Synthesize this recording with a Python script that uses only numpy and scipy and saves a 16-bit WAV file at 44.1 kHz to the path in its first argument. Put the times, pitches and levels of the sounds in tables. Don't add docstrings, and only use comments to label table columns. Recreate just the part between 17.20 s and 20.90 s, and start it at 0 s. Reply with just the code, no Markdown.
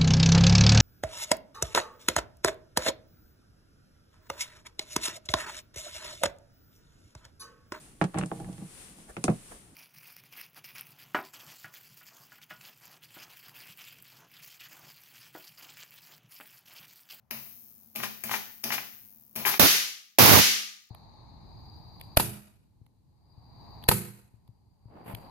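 import sys
import numpy as np
from scipy import signal
from scipy.fft import rfft, irfft
from scipy.io import wavfile
from scipy.ndimage import uniform_filter1d

SR = 44100
rng = np.random.default_rng(int(sys.argv[2]) if len(sys.argv) > 2 else 0)


def master_out(mix):
    frames = np.transpose(np.atleast_2d(mix))
    ceiling = np.clip(frames, -1, 1)
    pcm = np.round(ceiling * 32767).astype(np.int16)
    wavfile.write(sys.argv[1], SR, pcm)


N = 163170


def undb(db):
    return 10 ** (np.asarray(db) / 20)


def pan(db):
    return undb(np.array([[db], [-db]]) / 2)


def colour(x, points):
    size = 2 ** 18
    hz, db = np.array(points).T
    f = np.maximum(np.arange(size // 2 + 1) * SR / size, 1)
    curve_db = np.interp(np.log(f), np.log(hz), db)
    cepstrum = irfft(np.log(undb(curve_db)))
    cepstrum[1:] *= 2 * np.exp(-(np.arange(1, size) / SR / .03) ** 2)
    response = np.exp(rfft(cepstrum))
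    return irfft(rfft(x, size) * response)[..., :N]


def clicks(times, dbs):
    out = np.zeros(N)
    index = np.round(np.asarray(times) * SR).astype(int)
    np.add.at(out, np.clip(index, 0, N - 1), undb(dbs))
    return out


def burst(start, length, attack, release):
    age = np.arange(N) / SR - start
    return np.clip(age / attack, 0, 1) * np.exp(-np.maximum(age - length, 0) / release)


def spit(start, release):
    shape = burst(start, 0, attack=0.00042, release=release)
    x = shape * rng.standard_normal(N)
    return x * np.sqrt(np.sum(shape ** 2) / np.sum(x ** 2))


def uneven_noise(spread_db):
    x = rng.standard_normal(N) * undb(spread_db * rng.standard_normal(N))
    return x / x.std()


def crackle():
    return uneven_noise(spread_db=3)


# frequency in Hz, t60 in seconds.
ROOM_DECAY = [(60, 0.3), (400, 0.42), (1000, 0.42), (2000, 0.4997), (7000, 0.5164), (11000, 0.4386),
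              (16000, 0.3856)]
# frequency in Hz, level against the diffuse tail in dB, t60 in seconds.
ROOM_MODES = [(221, -23, .5), (813, -27, .52), (1217, -32, .6)]
ROOM_BUILD_S = .001
NEAR_WALLS_DB, NEAR_WALLS_S = 4.5, .004


def room_response():
    t = np.arange(SR) / SR
    hz, t60 = np.array(ROOM_DECAY).T
    noise = rfft(rng.standard_normal((2, SR)))
    log_f = np.log(np.maximum(np.arange(noise.shape[1]), 1))
    tail = 0
    for band, decay in zip(np.eye(len(hz)), t60):
        share = np.interp(log_f, np.log(hz), band)
        tail = tail + irfft(noise * share, SR) * np.exp(-np.log(1000) * t / decay)
    tail = tail * (1 - np.exp(-t / ROOM_BUILD_S))
    tail = tail * (1 + undb(NEAR_WALLS_DB) * np.exp(-t / NEAR_WALLS_S))
    tail = tail / np.sqrt(np.sum(tail ** 2) / 2)
    phases = rng.uniform(0, 2 * np.pi, (len(ROOM_MODES), 2, 1))
    for (mode_hz, db, decay), phase in zip(ROOM_MODES, phases):
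        ring = np.sin(2 * np.pi * mode_hz * t + phase) * np.exp(-np.log(1000) * t / decay)
        tail = tail + undb(db) * ring / np.sqrt(np.sum(ring ** 2) / 2)
    return tail


EAR_LAG_S = .00012


def place(x, room, pan_db, wet_db, wet_pan_db):
    direct = np.array([np.roll(x, int(EAR_LAG_S * SR)), x]) * pan(pan_db)
    reverb = signal.fftconvolve(x[None], room, axes=1)[:, :N]
    return direct + undb(wet_db) * pan(wet_pan_db) * reverb


# frequency in Hz, gain in dB.
FLOOR = [(30, -9), (80, 5), (110, 11), (150, 3.5), (215, 3), (320, -14.5), (800, -7), (1500, -19.5),
         (4000, -29.5), (16000, -25)]
FLOOR_DB = -56.5
HUM_HZ, HUM_WIDTH_HZ, HUM_DB = 220.6, 24, -70


def background():
    air = rng.standard_normal((2, N)) + rng.standard_normal(N)
    hum = signal.lfilter(*signal.iirpeak(HUM_HZ, HUM_HZ / HUM_WIDTH_HZ, fs=SR), rng.standard_normal(N))
    on = np.arange(N) / SR > SURGES[0][0]
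    air = undb(FLOOR_DB) * colour(air, FLOOR) / np.sqrt(2)
    hum = undb(HUM_DB) * on * hum / hum.std()
    return (air + hum) * pan(db=5)


# start in seconds, hiss level in dB,
# hiss length in seconds, tick delay in seconds, tick level in dB, first corona pulse level in dB.
SURGES = [(0.1055, -41, 0.018, 0.0044, -21, -24.5), (0.751, -38, 0.073, 0.0085, -21, -24),
          (1.0347, -38.5, 0.091, 0.0032, -17, -22.5), (1.435, -35, 0.083, 0.00474, -16, -21.5),
          (2.154, -35, 0.05, 0.0069, -21, -20)]
# frequency in Hz, gain in dB.
HISS = [(40, -14.5), (70, -3.5), (140, -3.5), (222, 6), (300, 1.5), (470, -1), (640, 1), (900, -1),
        (1150, -3), (1600, -6), (2500, -2.5), (3600, -5), (7000, -5.5), (11000, -12.5), (15000, -4)]
TICK = [(100, -23.5), (1500, -6), (2500, 6), (3500, -1), (7000, 1.5), (11500, 8), (16000, -2.5)]
HISS_RELEASE_S, TICK_RELEASE_S = 0.059, 0.00057


def surges(room):
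    swell, ticks = 0, 0
    for start, hiss_db, length, delay, tick_db, _ in SURGES:
        swell = swell + undb(hiss_db) * burst(start, length, attack=0.0013, release=HISS_RELEASE_S)
        ticks = ticks + undb(tick_db) * spit(start + delay, TICK_RELEASE_S)
    hiss = place(colour(swell * crackle(), HISS), room, pan_db=-1.0, wet_db=2.0, wet_pan_db=5)
    return hiss + place(colour(ticks, TICK), room, pan_db=15.5, wet_db=6.0, wet_pan_db=3.0)


# frequency in Hz before detuning,
# level against the surge's hiss level in dB, rise in seconds, time from start to release in seconds,
# t60 in seconds, share by which the pitch sinks.
SINKING_TONES = [(140.4, -14, 0.027, 0.082, 0.45, 0.082), (228.4, -7, 0.02, 0.045, 0.28, 0.015),
                 (391, -12, 0.0041, 0.0099, 0.068, .3), (665, -10.5, 0.011, 0.014, 0.14, 0.18)]
SINK_S, DETUNE = .06, 0.013
RIGHT_LEAD_RAD = 0.38


def sinking_tones():
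    out = np.zeros((2, N))
    all_detunes = rng.standard_normal((len(SURGES), len(SINKING_TONES)))
    for (start, db, *_), detunes in zip(SURGES, all_detunes):
        age = np.maximum(np.arange(N) / SR - start, 0)
        for (hz, tone_db, rise, hold, t60, sink), detune in zip(SINKING_TONES, detunes):
            sinking = 1 - sink * (1 - np.exp(-age / SINK_S))
            pitch = hz * (1 + DETUNE * detune) * sinking
            phase = 2 * np.pi * np.cumsum(pitch) / SR + np.array([[0], [RIGHT_LEAD_RAD]])
            swell = burst(start, hold, attack=rise, release=t60 / np.log(1000))
            out += undb(db + tone_db) * swell * np.sin(phase)
    return out * pan(db=1)


# frequency in Hz, gain in dB.
CORONA = [(100, -31), (3500, -34.5), (6000, -18.5), (9500, -14), (12000, -9), (14500, 5), (16000, 0)]
CORONA_RATE_HZ, LEAK_S, LEAK_POWER = 850, .25, 2.04
CORONA_JITTER = .05
CORONA_SAG_DB_PER_S = 14.5


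def corona(room):
    charges = [(row[0], row[-1]) for row in SURGES] + [(start, db) for start, _, db, _ in BANGS]
    ends = [start for start, _ in charges[1:]] + [N / SR]
    times, dbs = [], []
    for (start, db), end in zip(charges, ends):
        age = 0
        for gap, size in rng.standard_normal((600, 2)):
            slowing = (1 + age / LEAK_S) ** LEAK_POWER
            age += slowing / CORONA_RATE_HZ * np.exp(CORONA_JITTER * gap)
            if start + age >= end:
                break
            times.append(start + age)
            dbs.append(db - CORONA_SAG_DB_PER_S * age + 0.71 * size)
    return place(colour(clicks(times, dbs), CORONA), room, pan_db=20.5, wet_db=0.0, wet_pan_db=-1)


# frequency in Hz, gain in dB.
CORONA_HISS = [(100, -30), (3500, -18.5), (6000, -11), (9000, -5.5), (15000, -2.5)]
CORONA_HISS_DB, CORONA_HISS_FADE_S = -51, 0.38


def corona_hiss(room):
    swells = [burst(row[0], 0, attack=.01, release=CORONA_HISS_FADE_S) for row in SURGES]
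    charge = np.max(swells, axis=0)
    hiss = colour(undb(CORONA_HISS_DB) * charge * crackle(), CORONA_HISS)
    return place(hiss, room, pan_db=12.5, wet_db=6.5, wet_pan_db=0.5)


# start in seconds, relative level in dB.
POPS = [(.802, -25), (0.8354, -14.5), (1.0944, -22), (1.1141, -16.5), (1.1346, -23), (1.140, -13),
        (1.505, -16), (1.523, -15.5), (1.542, -22), (1.581, -17), (2.2518, -9.5), (2.2552, -18),
        (2.2663, -12), (2.2798, -13.5), (2.3145, -24), (2.341, -16)]
# start in seconds, length in seconds, level before colouring in dB, extra treble in dB.
STREAMERS = [(0.827, 0.022, -33.5, -0.5), (1.108, 0.054, -33, 0.5), (1.516, 0.033, -30.5, 1),
             (2.253, 0.041, -26, 5.5), (2.311, 0.034, -31.5, -4)]
# frequency in Hz, gain in dB.
POP = [(100, -29), (500, -14.5), (850, 2.5), (1250, -1), (1800, 1.5), (2400, 1), (3000, -3.5),
       (4200, -25.5), (8000, -37), (16000, -40)]
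FIZZ = [(40, -37.5), (220, 2), (700, -9), (2000, -2.5), (9000, -3), (13000, -2), (16000, -5)]
POP_PULSE_DB, POP_SPIT_DB, POP_RELEASE_S = 16.5, -4, 0.0063
SPUTTER_DB, FIZZ_RELEASE_S = 2, 0.014


def small_sparks(room):
    swells = [undb(db) * burst(start, length, attack=0.0033, release=FIZZ_RELEASE_S)
              for start, length, db, _ in STREAMERS]
    sputter = sum(swells) * uneven_noise(spread_db=8.5)
    pulses = clicks(*np.array(POPS).T)
    spits = sum(undb(db) * spit(start, POP_RELEASE_S) for start, db in POPS)
    pops = undb(POP_PULSE_DB) * pulses + undb(POP_SPIT_DB) * spits
    pops = colour(pops + undb(SPUTTER_DB) * sputter, POP)
    grains = crackle()
    fizz = 0
    for swell, (*_, treble_db) in zip(swells, STREAMERS):
        fizz = fizz + colour(swell * grains, [(6000, 0.0071), (12000, treble_db)])
    fizz = place(colour(fizz, FIZZ), room, pan_db=16, wet_db=3, wet_pan_db=0.0)
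    return place(pops, room, pan_db=8, wet_db=-6.0, wet_pan_db=7) + fizz


# start in seconds, pulse level before filtering in dB,
# first corona pulse level afterwards in dB, bass corner in Hz.
BANGS = [(2.3954, 51, -21.5, 454), (2.986, 70, -17, 90.1)]
# frequency in Hz, gain in dB.
BANG = [(40, -20), (110, -0.5), (250, 0), (500, -7), (1000, -5), (2200, 1.5), (12000, 1), (16000, -2.5)]


def breakdowns(room):
    pulses = 0
    for start, db, _, corner_hz in BANGS:
        high_pass = signal.butter(1, corner_hz, "high", fs=SR)
        pulses = pulses + signal.lfilter(*high_pass, clicks([start], [db]))
    return place(colour(pulses, BANG), room, pan_db=-1.0, wet_db=1, wet_pan_db=2.5)


def scene():
    room = room_response()
    charging = surges(room) + sinking_tones() + corona(room) + corona_hiss(room)
    return charging + small_sparks(room) + breakdowns(room) + background()


def meter(x, window_s):
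    power = uniform_filter1d(np.mean(x ** 2, axis=0), max(int(window_s * SR), 1))
    return 10 * np.log10(np.maximum(power, 1e-12))


# frequency in Hz, gain in dB.
RUMBLE = [(30, -17.5), (70, 6.5), (280, 12.5), (600, 7), (1200, 3.5), (6000, -6), (10000, -0.5), (16000, 4)]
BOOM = [(30, -16.5), (78, 7.5), (110, 25), (160, 1), (230, 9.5), (300, -2), (1000, 5), (3000, -9)]
CLIP_DB, CLIP_KNEE = 5, 1.36
OVERLOAD_DB, CHOKE_S, CHOKE_DB = 11, 0.0056, -2.5
RUMBLE_DB, RUMBLE_PAN_DB = 1, -8.5
RUMBLE_FLICKER_S, RUMBLE_FLICKER_DB = .004, 1.5
PUNCH_S, PUNCH_DB = 0.0062, -3.5
KICK_DB, BOOM_PAN_DB = 23.5, -5.5


def overload(x):
    excess = meter(x, CHOKE_S) - OVERLOAD_DB
    choked = .5 + .5 * np.tanh(excess / 2.0)
    drive = x / undb(CLIP_DB)
    rounded = drive / (1 + np.abs(drive) ** CLIP_KNEE) ** (1 / CLIP_KNEE)
    flicker = uniform_filter1d(rng.standard_normal(N), int(RUMBLE_FLICKER_S * SR))
    uneven = undb(RUMBLE_FLICKER_DB * flicker / flicker.std())
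    folded = choked * np.sin(np.pi * drive) * uneven
    kick = np.roll(np.maximum(np.diff(choked, prepend=0), 0), int(CHOKE_S * SR / 2))
    punch = signal.lfilter([1], [1, -np.exp(-1 / (PUNCH_S * SR))], kick)
    rumble = colour(folded * (1 + undb(PUNCH_DB) * punch), RUMBLE)
    shock = np.maximum.accumulate(np.maximum(excess, 0))
    boom = colour((shock / shock.max()) ** 2 * (folded + undb(KICK_DB) * kick), BOOM)
    saturated = undb(CLIP_DB + CHOKE_DB * choked) * rounded
    return saturated + undb(RUMBLE_DB) * pan(RUMBLE_PAN_DB) * rumble + pan(BOOM_PAN_DB) * boom


# frequency in Hz, gain in dB.
MIC = [(25, -26), (55, -0.5), (6000, 0), (7000, -5.5), (8000, -12), (9500, -6), (12500, 1.5), (16000, -2.5)]
# frequency in Hz, gain in dB.
RIGHT_PORT = [(100, 0.5), (8000, 0.5), (13000, -0.5)]
GAIN_TOP_DB, GAIN_RATIO = -13.5, 8
GAIN_RANGE_DB = 16
GAIN_CREEP_DB_PER_S = 0.5
GAIN_LOOKAHEAD_S, GAIN_RAMP_S = 0.01, 0.0049
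TOP_HZ = 15900


def record(dry):
    left, right = colour(overload(dry), MIC)
    x = np.array([left, colour(right, RIGHT_PORT)])
    t = np.arange(N) / SR
    creep = GAIN_CREEP_DB_PER_S * t
    over_db = meter(x, window_s=0.002) - GAIN_TOP_DB
    wanted = np.clip(over_db * (1 - 1 / GAIN_RATIO), 0, GAIN_RANGE_DB)
    held = np.maximum.accumulate(wanted - creep) + creep
    duck = uniform_filter1d(held, max(int(GAIN_RAMP_S * SR), 1))
    x = x * undb(-np.interp(t + GAIN_LOOKAHEAD_S, t, duck))
    top_cut = signal.ellip(10, .2, 70, TOP_HZ, fs=SR, output="sos")
    return signal.sosfilt(top_cut, np.clip(x, -1, 1))


dry = scene()
out = record(dry)
master_out(out)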